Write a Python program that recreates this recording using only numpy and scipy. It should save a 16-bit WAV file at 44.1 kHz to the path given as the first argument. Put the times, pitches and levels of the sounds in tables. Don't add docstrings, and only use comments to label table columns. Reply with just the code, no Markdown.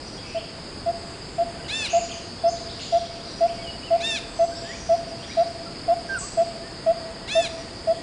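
import sys
import numpy as np
from scipy import signal
from scipy.fft import rfft, irfft, next_fast_len
from scipy.io import wavfile
from scipy.ndimage import uniform_filter1d

SR = 44100
rng = np.random.default_rng(int(sys.argv[2]) if len(sys.argv) > 2 else 0)


def dump_mix(stems):
    frames = np.atleast_2d(stems).T
    limited = np.clip(frames, -1, 1)
    pcm = np.round(limited * 32767).astype(np.int16)
    wavfile.write(sys.argv[1], SR, pcm)


def linear_from_db(decibels):
    return 10 ** (np.asarray(decibels, float) / 20)


N = 353682
TIME = np.arange(N) / SR

# frequency_hz, density_db (per Hz)
CANOPY_SPECTRUM = [(20, -5), (69, 0), (329, -2), (582, -6.5), (754, -9), (1140, -12.5), (2200, -16),
                   (3900, -19), (5350, -25), (5600, -34.5), (6120, -33), (6300, -23), (8630, -23.5),
                   (9900, -28.5)]
CANOPY_DB, LEAVES_T60_S = -38, 0.6994

# mode_hz, width_hz, level_db
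TYMBAL_MODES = [
    (4852.6, 294, -1),
    (4485.7, 396, -4.5),
    (5162, 268.2, -8),
]
# time_s, level_db
CHORUS_SWELL = [(0.0, -42.5), (0.71, -43.5), (1.16, -44.5), (1.65, -44.5), (1.96, -42), (2.35, -42),
                (2.79, -40.5), (3.1, -42.5), (4.02, -41.5), (4.33, -43.5), (4.6, -42.5), (5.02, -44),
                (5.76, -42), (7.77, -44.5), (8.02, -44)]
# peak_s, level_db, die_s (time to fall by 20 dB
THIN_BAND_BURSTS = [(.09, -49, 0.3441), (.29, -50, 0.2223), (1.87, -45, 0.49), (2.5, -59.5, 0.54),
                    (2.93, -45, 0.45), (3.12, -49.5, 0.26), (3.32, -46, 0.47), (4.04, -55, 0.42),
                    (4.15, -39, 0.11), (4.44, -57, -0.48), (4.74, -43, .5), (5.3, -45.5, 0.44),
                    (6.0, -55.5, 0.1), (6.23, -48.5, 0.54), (7.3, -50, 0.03), (7.46, -46.5, 0.45)]
THIN_BAND_RISE, THIN_BAND_REST_DB = .5, -69

# start_s, length_s, from_hz, to_hz, level_db
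HIGH_CALLS = [ (.904, .12, 8360, 7590, -53.5), (1.004, .1, 7151, 8056, -52), (1.098, .37, 7864, 7207, -55),
              (1.893, .04, 6340, 7030, -30), (1.923, 0.092, 7237, 6867, -32.5),
              (2.095, 0.05, 7066, 5806, -37.5), (2.475, 0.035, 5897, 7296, -31.5),
              (2.797, 0.036, 5845, 7810, -38), (4.2, .5, 7930, 7663, -49), (4.318, .16, 6500, 5950, -47),
              (4.589, .2, 7444, 6770, -49), (4.68, .24, 6917, 5560, -46.5), (6.15, .053, 9000, 7740, -42.5),
              (6.175, .025, 8840, 7100, -28), (6.185, 0.023, 7300, 5764, -32.5),
              (6.318, .097, 7960, 7730, -46)]
# start_s, from_hz, to_hz, level_db
FLICKS = [ (.365, 2884, 3568, -37), (.172, 3272, 3430, -39.5), (1.13, 2426, 2972, -45),
          (2.38, 3300, 3745, -43), (2.554, 3230, 4478, -40), (2.685, 2995, 4596, -37.5),
          (3.048, 2898, 4344, -41.5), (3.195, 2856, 4245, -42), (3.477, 2161, 3628, -40.5),
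          (5.19, 2697, 2997, -42.5), (5.22, 3032, 3618, -37.5), (5.738, 1780, 3148, -43.5),
          (7.945, 3114, 3700, -44)]
FLICK_S = .034
# start_s, length_s, from_hz, to_hz, level_db
PIPINGS = [ (.062, 0.043, 5945, 5860, -48.5), (.272, 0.048, 5900, 5837, -51.5),
           (1.592, 0.024, 1574, 1544, -41.5), (2.104, 0.0172, 2306, 3645, -36),
           (2.116, .016, 3855, 2311, -37), (2.455, 0.0386, 5200, 5330, -36.5),
           (3.568, 0.0706, 2260, 2270, -47.5), (3.61, 0.065, 3468, 2930, -44.5),
           (3.661, 0.055, 2959, 2924, -36.5), (3.819, 0.01859, 2172, 2846, -45),
           (3.83, 0.035, 2890, 3150, -41.5), (3.858, .039, 3120, 2584, -41.5),
           (4.514, 0.0305, 1498, 1637, -41.5), (4.546, .059, 5242, 5700, -40.5),
           (4.63, 0.0746, 1586, 1922, -43), (4.683, .043, 1844, 2025, -37.5),
           (4.71, .06, 2000, 2682, -43.5), (5.29, 0.045, 1993, 2620, -41.5),
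           (5.656, 0.0285, 1418, 1306, -41), (2.815, .03, 4380, 4246, -41),
           (6.135, 0.03284, 2957, 2686, -45), (6.627, 0.054, 1739, 1890, -44.5)]
# start_s, length_s, from_hz, to_hz, level_db
WARBLES = [ (3.09, .06, 2200, 3150, -44), (.183, .23, 2340, 2966, -43.5), (1.623, .039, 2980, 2950, -42),
           (1.761, .04, 4550, 4900, -34), (1.86, .055, 2765, 2650, -33), (1.915, 0.16, 3000, 2980, -48.5),
           (2.182, .08, 4300, 4250, -46.5), (3.245, .06, 4130, 4323, -41), (2.08, .023, 2050, 3590, -31),
           (2.79, .022, 2100, 5000, -29), (2.894, .061, 2580, 4630, -39), (4.614, .075, 2150, 3920, -42),
           (1.8, .22, 2640, 2446, -50), (2, .075, 3300, 4500, -50.5), (1.8, .09, 2650, 3100, -38),
           (3.902, .093, 2306, 2511, -46.5), (4.5, 0.14, 3900, 3400, -48.5),
           (5.203, .12, 1630, 2002, -43.5), (5.296, .06, 3814, 4150, -42)]
HIGH_BLUR, FLICK_BLUR, PIPING_BLUR, WARBLE_BLUR = 0.839, 0.558, .3, 0.875

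# start_s, peak_db, pitch_hz, scoop_hz (upward)
BARBET_NOTES = [(0.3456, -20.5, 665.8, -5.5), (0.8603, -16.5, 675.9, 10.5), (1.3814, -15, 675.5, 15),
                (1.931, -12, 672.3, 21.5), (2.437, -12, 669.8, 21), (2.9235, -12.0, 672.9, 18.5),
                (3.407, -11.5, 668, 23.5), (3.9062, -11.5, 665.6, 22), (4.3908, -11.5, 666.7, 14.5),
                (4.8914, -11, 661.4, 27), (5.37, -11.5, 662.3, 32), (5.88, -12, 669.3, 38),
                (6.3723, -12, 661.2, 23), (6.8626, -11.5, 651.5, 26.5), (7.3515, -11.5, 651.1, 28),
                (7.8717, -13, 650.6, 23)]
NOTE_SHAPE = [(-.04, 0, .7), (.1, .6, .6), (.2, .75, 0), (.4, .94, 0), (.6, .97, .5), (.8, .76, 1),
              (.9, .52, 1.2), (1.05, 0, 1.4)]
# multiple (of the pitch), level_db
NOTE_OVERTONES = [(1, 0), (2, -34), (3, -37), (4, -38.5), (5, -40)]
# delay_s, gain (negative when the wave comes back turned over)
TRUNK_ECHOES = [(.0321, .06), (.05, -.1), (.0676, -.14), (.0874, .06), (.1263, .04), (.1543, -.05),
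                (.1694, -.03), (.2083, .04), (.2426, .02)]
FULL_DB, NOTE_S, NOTE_S_PER_DB = -12, 0.06304, 0.0019

# start_s, length_s, top_hz, level_db, lag (of the arch: under 1 climbs sooner)
SQUEAKS = [
    (1.677, 0.2049, 907.4, -26, 0.9955),
    (3.999, .196, 923.2, -25.5, .84),
    (7.272, .21, 907.9, -26.5, 1.01),
]
ARCH = [(0, .682), (.158, .905), (.28, 0.96), (.48, 1), (.825, .932), (.905, .85), (1, .68)]
# frequency_hz, gain_db
THROAT = [(900, -24), (1800, -11.5), (2200, -4), (2650, -3.5), (3050, -11.5), (3400, -6), (3700, 3),
          (4080, 1), (4480, -25.5), (5250, -13.5), (6000, -18), (7200, -16), (9000, -30), (10000, -22.5)]
SQUEAK_ATTACK_S, SQUEAK_RELEASE_S, SQUEAK_EDGE_DB = 0.0477, 0.0294, -11
RASP = .3

# start_s, length_s, from_hz, to_hz, level_db
WHISTLES = [
    (5.885, 0.058, 1080, 945, -45),
    (6.081, .113, 1576, 1289, -23),
    (6.211, 0.03943, 1105, 1190, -39),
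    (6.24, .04, 1190, 1118, -41.5),
]
WHISTLE_HOLD, WHISTLE_DB_PER_OCTAVE = 0.576, 50.5
WHISTLE_SETTLE, WHISTLE_START_SHARP, WHISTLE_START_DB = 0.188, 0.0476, -25

HUM_FROM_S, HUM_HZ, HUM_DB = 6.65, 1910, -56.5

MASK_DB, MASK_REACH_HZ, MASK_FROM_HZ, MASK_LEAK = -24.5, 500, 4200, .4
TOP_HZ = 9975


def level(x, db):
    return x * linear_from_db(db) / np.sqrt(np.mean(x ** 2))


def colour(table, hz):
    table_hz, db = np.transpose(table)
    return linear_from_db(np.interp(np.log(np.maximum(hz, 1)), np.log(table_hz), db))


def ring(x, hz, width_hz):
    b, a = signal.iirpeak(hz, hz / width_hz, fs=SR)
    return signal.lfilter(b, a, signal.lfilter(b, a, x))


def walk(rate, size=N):
    hold = int(SR / rate)
    steps = np.repeat(rng.standard_normal(size // hold + 1), hold)
    return 1.2 * uniform_filter1d(steps, hold)[:size]


def sing(s, hz, gain, overtones, slew_s=0.0014):
    first = int(s[0] * SR)
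    t = np.arange(first, int(s[-1] * SR)) / SR
    pitch = uniform_filter1d(np.interp(t, s, hz), 1 + int(slew_s * SR), mode="nearest")
    phase = 2 * np.pi * np.cumsum(pitch) / SR
    tone = sum(g(k * pitch) * np.sin(k * phase + k * k) for k, g in overtones)
    return first, np.interp(t, s, gain) * tone


def add(track, start, sound):
    track[start:start + len(sound)] += sound[:N - start]


def leaves(x, t60, rise_s=0.0032):
    t = np.arange(SR) / SR
    envelope = (1 - np.exp(-t / rise_s)) * np.exp(-np.log(1000) * t / t60)
    tail = rng.standard_normal(SR) * envelope
    return signal.fftconvolve(x, tail / np.sqrt(np.sum(tail ** 2)))[:N]


def canopy():
    size = next_fast_len(N)
    hz = np.fft.rfftfreq(size, 1 / SR)
    rush = rfft(rng.standard_normal(size)) * colour(CANOPY_SPECTRUM, hz)
    octave = np.log2(np.maximum(hz, 1) / 20)
    swell = walk(0.992)
    out = np.zeros(N)
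    for k in range(11):
        band = irfft(rush * np.clip(1 - np.abs(octave - k), 0, 1), size)[:N]
        out += band * linear_from_db(.3 * swell + .7 * walk(5))
    return level(out, CANOPY_DB)


def insects():
    clicks = rng.standard_normal(N) * (rng.random(N) < .3) * linear_from_db(0.94 * walk(40))
    drone = np.zeros(N)
    for k, (hz, width_hz, db) in enumerate(TYMBAL_MODES):
        drone += level(ring(np.roll(clicks, 999 * k), hz, width_hz), db)
    drone = level(drone, .3) * linear_from_db(np.interp(TIME, *np.transpose(CHORUS_SWELL)))

    grains = rng.standard_normal(N) * (rng.random(N) < .2) * linear_from_db(2.8 * walk(30))
    thin = level(ring(grains, 5720, 320), 0)
    bursts = []
    for s, db, die_s in THIN_BAND_BURSTS:
        fall = (TIME - s) / die_s
        rise = (s - TIME) / (THIN_BAND_RISE * die_s)
        bursts.append(db - 20 * np.maximum(fall, rise))
    burst_db = np.max(bursts, axis=0).clip(THIN_BAND_REST_DB)
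    return drone + thin * linear_from_db(burst_db - 2.0)


def far_birds():
    clear, blurred = np.zeros(N), np.zeros(N)
    flutter = walk(700)
    flicks = [(s, FLICK_S, hz0, hz1, db) for s, hz0, hz1, db in FLICKS]
    flocks = ((HIGH_CALLS, HIGH_BLUR), (flicks, FLICK_BLUR), (PIPINGS, PIPING_BLUR), (WARBLES, WARBLE_BLUR))
    for calls, blur in flocks:
        for s, length, hz0, hz1, db in calls:
            times = np.array([s, s + length])
            start, tone = sing(times, [hz0, hz1], [1, 1], [(0.99, np.ones_like)])
            tone = np.sqrt(2) * linear_from_db(db) * tone * signal.windows.tukey(len(tone), .5)
            tone = tone * (1 - blur ** 2 + blur ** 2 * flutter[start:start + len(tone)])
            add(clear, start, np.sqrt(1 - blur) * tone)
            add(blurred, start, np.sqrt(blur) * tone)
    return clear + leaves(blurred, LEAVES_T60_S, rise_s=0.0075)


def barbet():
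    out = np.zeros(N)
    share, gain, rise = np.transpose(NOTE_SHAPE)
    partials = [(k, lambda f, d=d: linear_from_db(d)) for k, d in NOTE_OVERTONES]
    for s, db, hz, scoop_hz in BARBET_NOTES:
        length = NOTE_S + NOTE_S_PER_DB * (db - FULL_DB)
        add(out, *sing(s + length * share, hz + rise * scoop_hz, linear_from_db(db) * gain, partials))
    echoes = sum(g * np.pad(out, (int(s * SR), 0))[:N] for s, g in TRUNK_ECHOES)
    return out + echoes + linear_from_db(-20.0) * leaves(out, 1.6, rise_s=0.059)


def squeaker():
    out = np.zeros(N)
    share = np.linspace(0, 1, num=40)
    throat_gain = lambda f: colour(THROAT, f)
    for s, length, hz, db, lag in SQUEAKS:
        arch = np.interp(share ** lag, *np.transpose(ARCH))
        t = share * length
        edge = np.maximum(1 - t / SQUEAK_ATTACK_S, 1 - (length - t) / SQUEAK_RELEASE_S).clip(0)
        gain = linear_from_db(db + SQUEAK_EDGE_DB * edge)
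        for k in range(1, 16):
            start, tone = sing(s + t, hz * arch, gain, [(k, throat_gain)], slew_s=.018)
            wink = linear_from_db((0.12 + 0.462 * k) * walk(74.2, size=len(tone)))
            rasp = 0.18 + RASP * np.linspace(0, 1, len(tone)) ** 6
            breath = 1 + rasp * rng.standard_normal(len(tone))
            add(out, start, tone * wink * breath * signal.windows.tukey(len(tone), .08))
    return out + linear_from_db(-9.5) * leaves(out, 0.616)


def whistler():
    out = np.zeros(N)
    partials = [(1, np.ones_like), (2, lambda f: linear_from_db(-31.5))]
    for s, length, hz0, hz1, db in WHISTLES:
        t = s + length * np.array([0, WHISTLE_SETTLE, WHISTLE_HOLD, 1])
        end_db = db + WHISTLE_DB_PER_OCTAVE * min(np.log2(hz1 / hz0), 0)
        pitch = [hz0 * (1 + WHISTLE_START_SHARP), hz0, hz0, hz1]
        gain = linear_from_db([db + WHISTLE_START_DB, db - 2.5, db, end_db])
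        start, tone = sing(t, pitch, gain, partials, slew_s=.008)
        add(out, start, tone * signal.windows.tukey(len(tone), .3))
    tails = np.array([leaves(out, 0.39), leaves(out, 0.4)])
    return out * linear_from_db([[-2.2], [2.2]]) + linear_from_db(-13.0) * tails


def hum():
    tone = level(ring(rng.standard_normal(N), HUM_HZ, 45.0), HUM_DB)
    return tone * np.clip((TIME - HUM_FROM_S) / .06, 0, 1)


def scene():
    return canopy() + insects() + far_birds() + barbet() + squeaker() + whistler() + hum()


def dim_treble(x):
    hz, _, cells = signal.stft(x, SR, nperseg=1024)
    power = np.mean(np.abs(cells) ** 2, axis=0) + 1e-18
    loud = uniform_filter1d(power, size=5, axis=1) * (hz[:, None] > MASK_FROM_HZ)
    fade = np.exp(-hz[1] / MASK_REACH_HZ)
    mask = linear_from_db(2 * MASK_DB) * signal.lfilter([0, 1], [1, -fade], loud, axis=0)
    kept = MASK_LEAK + (1 - MASK_LEAK) * power ** 2 / (power ** 2 + mask ** 2)
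    return signal.istft(cells * kept, SR, nperseg=1024)[1][:, :N]


def roll_off(x):
    return signal.sosfilt(signal.butter(12, 9970, fs=SR, output="sos"), x)


def record(dry):
    lowpass = signal.ellip(12, .2, 60, TOP_HZ, fs=SR, output="sos")
    mix = signal.sosfilt(lowpass, dim_treble(dry))
    return roll_off(mix)


dry = scene()
out = record(dry)
dump_mix(out)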